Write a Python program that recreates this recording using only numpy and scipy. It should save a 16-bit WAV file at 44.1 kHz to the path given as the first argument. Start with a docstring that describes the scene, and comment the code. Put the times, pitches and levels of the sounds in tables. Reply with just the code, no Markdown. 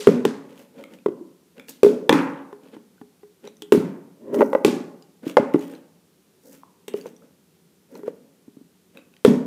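"""Flipping a water bottle

A part-filled plastic water bottle is flipped onto a big upturned plastic jug, close to the microphone in a
living room. Each landing booms the hollow plastic (damped vibrations); softer follow-up booms come just after
it and the water spatters inside (clouds of tiny drop sounds). Once the jug tips, rolls and falls, as rumbling,
scraping noise. Between throws hands pick up the crinkling bottle and sleeves rustle, as swelling noise. The
loudest blows overload the microphone."""
import sys
import numpy as np
from scipy import signal
from scipy.fft import rfft, irfft, next_fast_len
from scipy.io import wavfile
from scipy.ndimage import map_coordinates

SR = 44100
rng = np.random.default_rng(int(sys.argv[2]) if len(sys.argv) > 2 else 0)


def wrap_up_sound(samples):
    """Save the sound to the file named by the first command line argument, as 16-bit audio."""
    columns = np.atleast_2d(samples).T
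    # keep every value between -1 and 1, then stretch to whole-number steps
    tamed = np.clip(columns, -1, 1)
    steps = np.round(tamed * 32767).astype(np.int16)
    wavfile.write(sys.argv[1], SR, steps)


N = 417186  # length in samples
TOP_HZ = 15450  # upper limit of the microphone and of the drop pitches
TIME = np.arange(N) / SR  # s, over the whole scene
AGE = np.arange(SR // 2) / SR  # s, since a sound began


def amp(db):
    """Decibels to gain."""
    return 10 ** (np.asarray(db) / 20)


def unit(x):
    """Scale to rms 1."""
    return x / np.sqrt(np.mean(x ** 2) + 1e-20)


def crest(x):
    """Scale to peak 1."""
    return x / (np.abs(x).max() + 1e-20)


def along(points, hz):
    """Read a curve of (f/Hz, value) points, with straight lines between them on a log pitch axis."""
    f, v = np.transpose(points)
    return np.interp(np.log(hz + 1), np.log(f + 1), v)


def fade(t, t60):
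    """Exponential decay, 60 dB in t60."""
    return np.exp(-np.log(1000) * t / t60)


def add(track, s, sound):
    """Mix a sound into a track at time s."""
    start = max(round(s * SR), 0)
    track[start:start + len(sound)] += sound[:N - start]


def coloured(x, spectrum):
    """Make some pitches louder and others softer, by (f/Hz, level/dB) points."""
    m = next_fast_len(len(x) + SR // 10)
    gain = amp(along(spectrum, np.fft.rfftfreq(m, 1 / SR)))
    return irfft(rfft(x, m) * gain, m)[:len(x)]


def noise(spectrum, size=N):
    """Coloured noise of rms 1."""
    return unit(coloured(rng.standard_normal(size), spectrum))


def wobble(rate):
    """A smooth random curve, with rate random points a second."""
    return map_coordinates(rng.standard_normal(int(N * rate / SR) + 4), [TIME * rate])


def stroke(s, length, rise_share=0.43, swell_db=21.5):
    """Gain of one movement: it swells to its peak at time s and dies away; its ends lie swell_db under the peak."""
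    before = np.maximum(s - TIME, 0) / (rise_share * length)
    after = np.maximum(TIME - s, 0) / ((1 - rise_share) * length)
    return amp(-swell_db * np.minimum(before ** 2 + after, 10))


def mode(hz, t60, attack):
    """One damped vibration: a sine that starts softly and dies away."""
    return np.sin(2 * np.pi * hz * AGE) * fade(AGE, t60) * (1 - np.exp(-AGE / attack))


def ring(modes, attack, scatter_db, detune):
    """A set of vibrations, peak 1; levels and pitches vary as if struck at a new spot each time."""
    total = np.zeros(len(AGE))
    for hz, db, t60 in modes:
        level_chance, pitch_chance = rng.standard_normal(2)
        total += amp(db + scatter_db * level_chance) * mode(hz * (1 + detune * pitch_chance), t60, attack)
    return crest(total)


def drops(hz, spread, cycles, size_db, count):
    """A half-second cloud of tiny damped sines at random moments, pitches and sizes, rms 1."""
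    when = rng.uniform(0, len(AGE), count).astype(int)
    pitch, size = rng.standard_normal(count), rng.exponential(1, count)
    k = np.arange(SR // 150)  # samples within one drop
    turns = np.minimum(hz * np.exp(spread * pitch), TOP_HZ)[:, None] * k / SR  # cycles since the drop began
    grains = np.sin(2 * np.pi * turns) * fade(turns, cycles) * (1 - np.exp(-turns))
    grains = amp(size_db * np.minimum(size, 4))[:, None] * grains
    cloud = np.bincount((when[:, None] + k).ravel(), grains.ravel(), len(AGE))
    return unit(cloud[:len(AGE)])


# how long the room's echo lasts at each pitch: (f/Hz, t60/s)
ROOM_DECAY = [(100, 0.8), (260, 0.44), (700, 0.85), (2000, 0.52), (5000, 0.047), (13000, 0.4)]
# how strongly the room echoes each pitch: (f/Hz, level/dB)
ROOM_COLOUR = [(40, -26), (100, -9), (170, 4), (260, -0.5), (420, -9.5), (700, -6), (2000, -7), (6000, 0),
               (15000, -10.5)]


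def room_tail(gap=0.0042, build=0.0048):
    """The room's answer: noise that builds up after the direct sound, each pitch dying away at its own pace."""
    hz, t, z = signal.stft(rng.standard_normal(SR * 3 // 4), SR, nperseg=256)
    decay = fade(t, along(ROOM_DECAY, hz)[:, None])
    tail = signal.istft(z * decay, SR, nperseg=256)[1]
    tail = tail * np.clip((np.arange(len(tail)) / SR - gap) / build, 0, 1)
    return coloured(tail / np.linalg.norm(tail), ROOM_COLOUR)


# standing waves of the room: (f/Hz, level/dB, t60/s)
STANDING = [(160.2, 0, 0.35), (216, -9.5, 0.36), (244.6, 3.5, 0.5), (276.4, 0, 0.66), (325.3, -1.5, 0.29),
            (561, -6.5, 0.63)]


def in_room(sound, room_db, standing_db=4):
    """A sound followed by its reverberation: a diffuse tail and a few standing waves."""
    tail = room_tail()
    waves = ring(STANDING, attack=.012, scatter_db=2.0, detune=.003)
    add(tail, 0, amp(standing_db) * waves / np.sqrt(SR * 3))
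    wet = amp(room_db) * signal.fftconvolve(sound, tail)
    return wet + np.pad(sound, (0, len(wet) - len(sound)))


# steady background of the room: (f/Hz, level/dB)
QUIET = [(15, -78), (25, -47.5), (53, -37), (76, -16), (127, -19), (175, -2.5), (200, -9), (277, -15),
         (354, -13), (384, -11.5), (624, -25), (1790, -31), (3080, -31), (13600, -34), (16000, -38)]


def quiet(rms_db=-60):
    """The quiet of the room is steady coloured noise."""
    return amp(rms_db) * noise(QUIET)


# air enclosed in the jug: (f/Hz, level/dB, t60/s)
AIR = [(414.2, 15.5, 0.17), (426.6, -7, .6), (910, -29, 0.19), (1500, -30.5, 0.38), (1974, -35.5, 0.27),
       (2260, -36.5, 0.26), (2840, -41, .3), (4704, -42, 0.17)]
# colour of rubbed hollow plastic, used here for the lingering noise too: (f/Hz, level/dB)
RUB = [(59, -61.5), (100, -31.5), (225, 4), (303, 2), (350, -5), (521, 4), (713, -15.5), (895, -13.5),
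       (1240, -31), (1450, -18), (3000, -36), (3900, -44), (6600, -120)]


def lingering(air_db=-28, room_db=-41):
    """The jug's air and the room still ring from a landing just before: vibrations and fading noise."""
    track = np.zeros(N)
    add(track, 0, amp(air_db) * ring(AIR, attack=0.0018, scatter_db=2.5, detune=0.0022))
    add(track, 0, amp(room_db) * noise(RUB, size=len(AGE)) * fade(AGE, t60=0.95))
    return track


# water thrown about inside the bottle, before the trims below:
# (t/s, slosh level/dB, spatter level/dB, fine spray level/dB)
SPLASHES = [(0, -45.5, -41.5, -51), (0.075, -36.5, -46.5, -52.5), (0.254, -40.5, -47.5, -72),
            (1.683, -70, -55.5, -56), (1.84, -44.5, -45, -46), (2.125, -24.5, -42, -47.5),
            (3.723, -36.5, -45, -41.5), (4.652, -39, -38, -44.5), (5.375, -39, -54.5, -64.5),
            (9.255, -40, -42.5, -46)]


def splashes(slosh_t60=.55, spatter_t60=0.43, spray_t60=.27, burst_db=2, spatter_trim_db=5.0, spray_trim_db=0.5):
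    """Water breaks up against the wall; the finest drops come in a burst and settle first."""
    track = np.zeros(N)
    for s, slosh_db, spatter_db, spray_db in SPLASHES:
        slosh = drops(hz=1550, spread=0.37, cycles=11, size_db=3.0, count=1200) * fade(AGE, slosh_t60)
        spatter = drops(hz=5350, spread=0.38, cycles=15, size_db=2.0, count=4000) * fade(AGE, spatter_t60)
        settling = fade(AGE, spray_t60) + amp(burst_db) * fade(AGE, t60=0.05)
        spray = drops(hz=12100, spread=0.16, cycles=8.3, size_db=2.0, count=3000) * settling
        water = amp(slosh_db) * slosh
        water += amp(spatter_db + spatter_trim_db) * spatter
        water += amp(spray_db + spray_trim_db) * spray
        add(track, s, in_room(water * (1 - np.exp(-AGE / 0.0035)), room_db=-3.0))
    return track


def boom(hz, t60=0.031, attack=0.00093, sway_db=-13, cut_hz=150):
    """The plastic base flexes for a few cycles and the water load sways slower; so small a body radiates no deep bass."""
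    flex = mode(hz, t60, attack)
    sway = amp(sway_db) * mode(hz * .6, t60=0.052, attack=0.0094)
    no_bass = signal.butter(2, cut_hz, "highpass", fs=SR, output="sos")
    return crest(signal.sosfilt(no_bass, flex + sway))


# colour of clicking and creasing plastic: (f/Hz, level/dB)
CRACK = [(900, -21.5), (2300, 1.5), (3200, 3.5), (4000, -6.5), (4700, -7.5), (7000, -8), (14000, -15.5)]


def crack(t60=0.03, rattle_db=-14, rattle_t60=0.065, attack=0.0002, click_db=3, edge_db=-2):
    """The hard click and edge of a contact are noise; the creased wall crackles briefly, as tiny damped sines."""
    strike = amp(click_db) * fade(AGE, t60=0.0055) + amp(edge_db) * fade(AGE, t60)
    edge = noise(CRACK, size=len(AGE)) * strike * (1 - np.exp(-AGE / attack))
    crackle = drops(hz=5500, spread=.55, cycles=4, size_db=7, count=450)
    return edge + amp(rattle_db) * crackle * fade(AGE, rattle_t60)


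# thin plastic wall: (f/Hz, level/dB, t60/s)
WALL = [(859, 7, 0.02), (994, -1.5, .025), (1126, -3.5, .022), (1383, -4.5, 0.023), (1690, -9.5, 0.011),
        (1915, -9, 0.028), (2360, -12, 0.008)]


def contact(db, hz, knock_db, crack_db, air_db, room_db):
    """One contact booms, knocks, cracks and sets the enclosed air ringing."""
    hit = amp(db) * boom(hz)
    hit += amp(knock_db) * ring(WALL, attack=0.0004, scatter_db=0.5, detune=0.051)
    hit += amp(crack_db) * crack()
    sound = in_room(hit, room_db)
    add(sound, 0, amp(air_db) * ring(AIR, attack=0.024, scatter_db=1.0, detune=.002))
    return sound


# hard contacts of bottle, jug and floor, before the boom and crack trims below:
# (t/s, boom level/dB, boom f/Hz, wall knock level/dB, crack level/dB, air ring level/dB, room level/dB)
BLOWS = [(0.0713, 3, 420, -11.5, -27.5, -20, -6), (0.2515, -6.5, 414, -11.5, -25.5, -27.5, -10.5),
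         (1.0608, -8.5, 411, -17.5, -45, -40, -11), (1.832, -0.5, 450, -14, -25.5, -6.5, -5.5),
         (2.094, -5, 495, -2.5, -23.5, -26, 0), (2.127, -5.5, 324, -14.5, -29.5, -33, -1.5),
         (3.621, -34, 324.5, -38, -36, -38, -5), (3.722, 0.5, 404, -9.5, -22.5, -13.5, -6.5),
         (4.344, -21, 565, -22.5, -41.5, -19, -3.5), (4.408, -6, 400, -7.5, -46.5, -14.5, -9),
         (4.4177, -10.5, 582, -6, -49, -24, -20.5), (4.4259, -6.5, 545, -15.5, -56, -18, -17.5),
         (4.5311, -12.5, 538, -12, -49.5, -33, -22.5), (4.5504, -5, 548, -9.5, -50.5, -35.5, -7.5),
         (4.648, -3, 386, -10, -20.5, -18, -5), (5.3696, -1.5, 513, 3, -31.5, -19.5, -12),
         (5.544, -3.5, 316, -17.5, -50.5, -26.5, -15.5), (6.881, -28, 422, -33, -34, -67, -1.5),
         (9.249, 2, 446, -9.5, -22.5, -22, -4.5)]


def blows(boom_trim_db=1.5, crack_trim_db=3):
    """Bottle and jug land, bounce and topple: each hard contact shakes base, wall and enclosed air."""
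    track = np.zeros(N)
    for s, db, hz, knock_db, crack_db, air_db, room_db in BLOWS:
        hit = contact(db + boom_trim_db, hz, knock_db, crack_db + crack_trim_db, air_db, room_db)
        add(track, s, hit)
    return track


# softer follow-up contacts just after a landing, before the boom trim below: (t/s, boom level/dB, boom f/Hz)
FOLLOW_UPS = [(0.0776, -5.5, 240), (0.0888, -6, 448), (0.262, -12.5, 270), (1.0846, -15.5, 351),
              (1.121, -29, 335), (1.8466, -4, 376), (1.864, -5.5, 426), (2.104, -9.5, 287), (3.735, -8, 300),
              (3.748, -7, 387), (3.775, -12, 198), (4.659, -10, 276), (4.68, -8, 360), (5.382, -4.5, 569),
              (5.397, -11, 260), (5.428, -22, 380), (5.558, -9, 328), (9.261, -5.5, 435), (9.278, -3.5, 244)]


def follow_ups(boom_trim_db=1.5, knock_db=-18, crack_db=-36, air_db=-23):
    """Softer follow-up contacts boom just after a landing, and fill the room as much as the blow before them."""
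    track = np.zeros(N)
    for s, db, hz in FOLLOW_UPS:
        room_db = [blow[-1] for blow in BLOWS if blow[0] < s][-1]
        # follow-ups are gentle: knock, crack and air all lie well under the boom
        add(track, s, contact(db + boom_trim_db, hz, db + knock_db, db + crack_db, db + air_db, room_db))
    return track


def crinkle(per_s=250, size_db=4):
    """Tiny creases of thin plastic tick at random, rms 1."""
    size = amp(size_db * np.minimum(rng.exponential(1, N), 3))
    ticks = (rng.random(N) < per_s / SR) * size
    return unit(coloured(ticks, CRACK))


# cloth of the sleeve: (f/Hz, level/dB)
SLEEVE = [(500, -19), (1100, 7), (2500, 2.5), (4500, -4), (9000, -27), (15000, -31)]
# swishing water, also the grit under the rim: (f/Hz, level/dB)
SWISH = [(2500, -21), (5500, 1), (10000, -3), (15000, 0.5)]
# hand movements, timed at their fastest, before the trims below:
# (t/s, length/s, plastic rubbing level/dB, sleeve rustle level/dB, water swish level/dB)
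HANDLING = [(0.526, 0.26, -49, -59.5, -72), (0.607, 0.14, -45, -53, -56.5), (0.806, 0.18, -37.5, -56, -66),
            (0.939, 0.089, -42.5, -52.5, -61), (1.595, 0.1, -40.5, -57, -67),
            (1.699, 0.047, -38.5, -52, -35), (2.664, 0.13, -46.5, -58.5, -77),
            (2.749, 0.086, -39, -54, -75.5), (3.46, 0.088, -39.5, -53, -73), (5.239, 0.037, -35, -59, -61),
            (5.295, 0.13, -33.5, -40.5, -46.5), (5.635, 0.25, -49, -49, -52), (5.737, 0.15, -40, -56, -62),
            (6.478, .14, -46.5, -84, -50), (6.548, 0.13, -52.5, -56.5, -50.5), (6.985, 0.14, -41, -51, -50),
            (7.075, 0.086, -37.5, -54, -53), (7.245, 0.12, -49, -71.5, -72),
            (7.967, 0.17, -38, -64.5, -54.5), (8.08, 0.071, -32, -52.5, -59), (8.975, .1, -44, -56.5, -74)]


def handling(rub_db=-3, rustle_db=-5, crinkle_db=-6, swish_db=-3):
    """Fingers stick and slip on the hollow plastic; as the sleeve brushes along the wall crinkles, and the water swishes."""
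    rub, rustle, swish = sum(amp(levels)[:, None] * stroke(s, length) for s, length, *levels in HANDLING)
    plastic = amp(rub_db) * rub * unit(noise(RUB) * amp(1.7 * wobble(70)))
    creases = amp(crinkle_db) * rustle * crinkle()
    cloth = amp(rustle_db) * rustle * unit(noise(SLEEVE) * amp(4.1 * wobble(200)))
    water = amp(swish_db) * swish * unit(noise(SWISH) * amp(4 * wobble(300)))
    return in_room(plastic + creases + cloth + water, room_db=-5)[:N]


# thin plastic snapping under the fingers, before the trim below: (t/s, peak level/dB, f/Hz)
SNAPS = [(0.839, -29.5, 2160), (0.987, -43, 2460), (1.581, -38, 2680), (1.597, -29.5, 2340),
         (1.6842, -31, 2810), (3.4506, -51, 3160), (3.4748, -29.5, 3940), (3.569, -44, 6150),
         (4.391, -26.5, 2040), (5.0238, -38.5, 4820), (5.2966, -32.5, 2320), (5.5387, -25.5, 2000),
         (5.5932, -36.5, 6850), (5.716, -43, 8700), (5.737, -36, 1580), (5.7518, -39, 4120),
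         (7.0122, -35, 4590), (6.938, -30.5, 2920), (7.067, -37, 6200), (7.089, -47, 4800),
         (7.1646, -42, 5780), (7.953, -40, 4200), (8.9726, -31, 2580), (9.1389, -43.5, 2550),
         (9.166, -41, 3100)]


def snaps(trim_db=-1, burst_db=-6, upper_db=-5, lower_db=-5):
    """A small dent pops: three short pitches in a burst of noise."""
    track = np.zeros(N)
    for s, db, hz in SNAPS:
        burst_colour = [(hz / 8, -20), (hz / 2, -4), (hz, 0), (hz * 3, -12)]
        burst = noise(burst_colour, size=len(AGE)) * fade(AGE, t60=0.0067)
        dent = mode(hz, t60=0.015, attack=.0003)
        dent += amp(upper_db) * mode(hz * 1.48, t60=.011, attack=.0003)
        dent += amp(lower_db) * mode(hz * .6, t60=0.012, attack=.0003)
        pop = crest(dent + amp(burst_db) * burst)
        add(track, s, in_room(amp(db + trim_db) * pop, room_db=-2.5))
    return track


# air pockets gulping in the water: (t/s, peak level/dB, starting f/Hz, cycles to fade by 60 dB)
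GULPS = [(1.209, -29.5, 333, 40), (2.98, -55, 1476, 39), (6.634, -34.5, 1016, 9.6),
         (7.222, -50.5, 1300, 14)]


def gulps(rise=0.0022):
    """A bubble rings for some cycles and its pitch climbs as it nears the surface."""
    track = np.zeros(N)
    for s, db, hz, cycles in GULPS:
        climbing = hz * (1 + rise * np.minimum(hz * AGE, cycles))
        bubble = crest(mode(climbing, cycles / hz, attack=1 / hz))
        add(track, s, in_room(amp(db) * bubble, room_db=-6))
    return track


# stiff cap and neck: (f/Hz, level/dB, t60/s)
CAP = [(1490, -6.5, .016), (1780, 1.5, 0.018), (2030, 0.5, .016), (2340, 1, .015), (2760, -2, 0.012),
       (3330, -2.5, 0.017), (4700, -9.5, 0.0072), (7600, -12.5, .007), (11530, -14, .006)]
# the hard cap or rim strikes: (t/s, peak level/dB, room level/dB)
CLACKS = [(2.0939, 4, -11), (2.1269, -6, -5), (4.6514, -19, 6), (9.249, -14.5, 0)]


def clacks():
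    """Stiff plastic rings high and short, and fills the room."""
    track = np.zeros(N)
    for s, db, room_db in CLACKS:
        clack = amp(db) * ring(CAP, attack=0.000067, scatter_db=3.0, detune=0.029)
        add(track, s, in_room(clack, room_db))
    return track


# light nudges while bottle and jug are set in place, before the boom trim below:
# (t/s, boom level/dB, boom f/Hz, wall knock level/dB, air ring level/dB)
NUDGES = [(2.528, -33, 405, -32, -41), (2.766, -33.5, 297, -40, -49), (3.014, -33.5, 263, -37.5, -45),
          (3.232, -41, 406, -44.5, -45), (3.443, -37.5, 414, -43, -40), (3.475, -35, 492, -37, -59),
          (5.267, -16, 298, -40, -41), (6.941, -15.5, 416, -32, -30), (7.058, -26.5, 486, -32, -48),
          (7.954, -32.5, 440, -39, -62), (7.992, -36, 325, -43, -47.5), (8.033, -31.5, 411, -37.5, -33.5),
          (8.079, -16, 470, -32, -56), (8.48, -35.5, 261, -57, -58), (8.569, -35.5, 266, -56, -57),
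          (8.612, -39, 269, -63, -66)]


def nudges(boom_trim_db=1.5, crack_db=-23, room_db=-13.5):
    """Gentle contacts: the faint crack's level follows the knock of the wall, crack_db from it."""
    track = np.zeros(N)
    for s, db, hz, knock_db, air_db in NUDGES:
        add(track, s, contact(db + boom_trim_db, hz, knock_db, knock_db + crack_db, air_db, room_db))
    return track


# colour of the jug's rumbling rim: (f/Hz, level/dB)
RIM = [(59, -64), (100, -23.5), (241, -1.5), (281, -1.5), (407, 1.5), (454, -6.5), (572, -3.5),
       (779, -30.5), (982, -18.5), (1380, -37), (1880, -32), (2060, -40), (4000, -53), (5200, -64),
       (8800, -120)]
# the rim scrapes over floor grit, timed at the loudest: (t/s, length/s, level/dB)
SCRAPES = [(4.347, 0.033, -39.5), (4.421, 0.16, -46.5), (4.543, 0.22, -54)]


def roll(tip_s=4.174, topple_s=4.402, fall_db=-22, growth_db=40, bump_db=2.5, grit_db=5, lift_t60=0.016):
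    """The ribbed rim rumbles and scrapes over the floor, louder as the jug leans over, until it topples."""
    upright = np.clip((topple_s - TIME) / (topple_s - tip_s), 0, 2)  # 1 at the first lean, 0 at the fall
    level = amp(fall_db - growth_db * upright ** 2) * fade(np.clip(TIME - topple_s, 0, 1), lift_t60)
    rumble = level * unit(noise(RIM) * amp(bump_db * wobble(83)))
    scraping = sum(amp(db) * stroke(s, length) for s, length, db in SCRAPES)
    grit = scraping * unit(noise(SWISH) * amp(grit_db * wobble(530)))
    return in_room(rumble + grit, room_db=-6)[:N]


def scene():
    """Bottles and hands over the quiet of the room."""
    plastic = lingering() + blows() + snaps() + clacks() + nudges() + roll()
    water = splashes() + follow_ups() + gulps()
    return (quiet() + plastic + water + handling())[None]


def record(dry, low_cut_hz=85):
    """The microphone sheds deep bass, flattens the loudest peaks and cuts steeply above its band limit."""
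    no_bass = signal.butter(2, low_cut_hz, "highpass", fs=SR, output="sos")
    thin = signal.sosfilt(no_bass, dry)
    clipped = thin / (1 + np.abs(thin) ** 10) ** (1 / 10)
    m = next_fast_len(N + SR // 2)
    band_loss = 1 + (np.fft.rfftfreq(m, 1 / SR) / TOP_HZ) ** 100
    return irfft(rfft(clipped, m) / band_loss, m)[..., :N]


dry = scene()
out = record(dry)
wrap_up_sound(out)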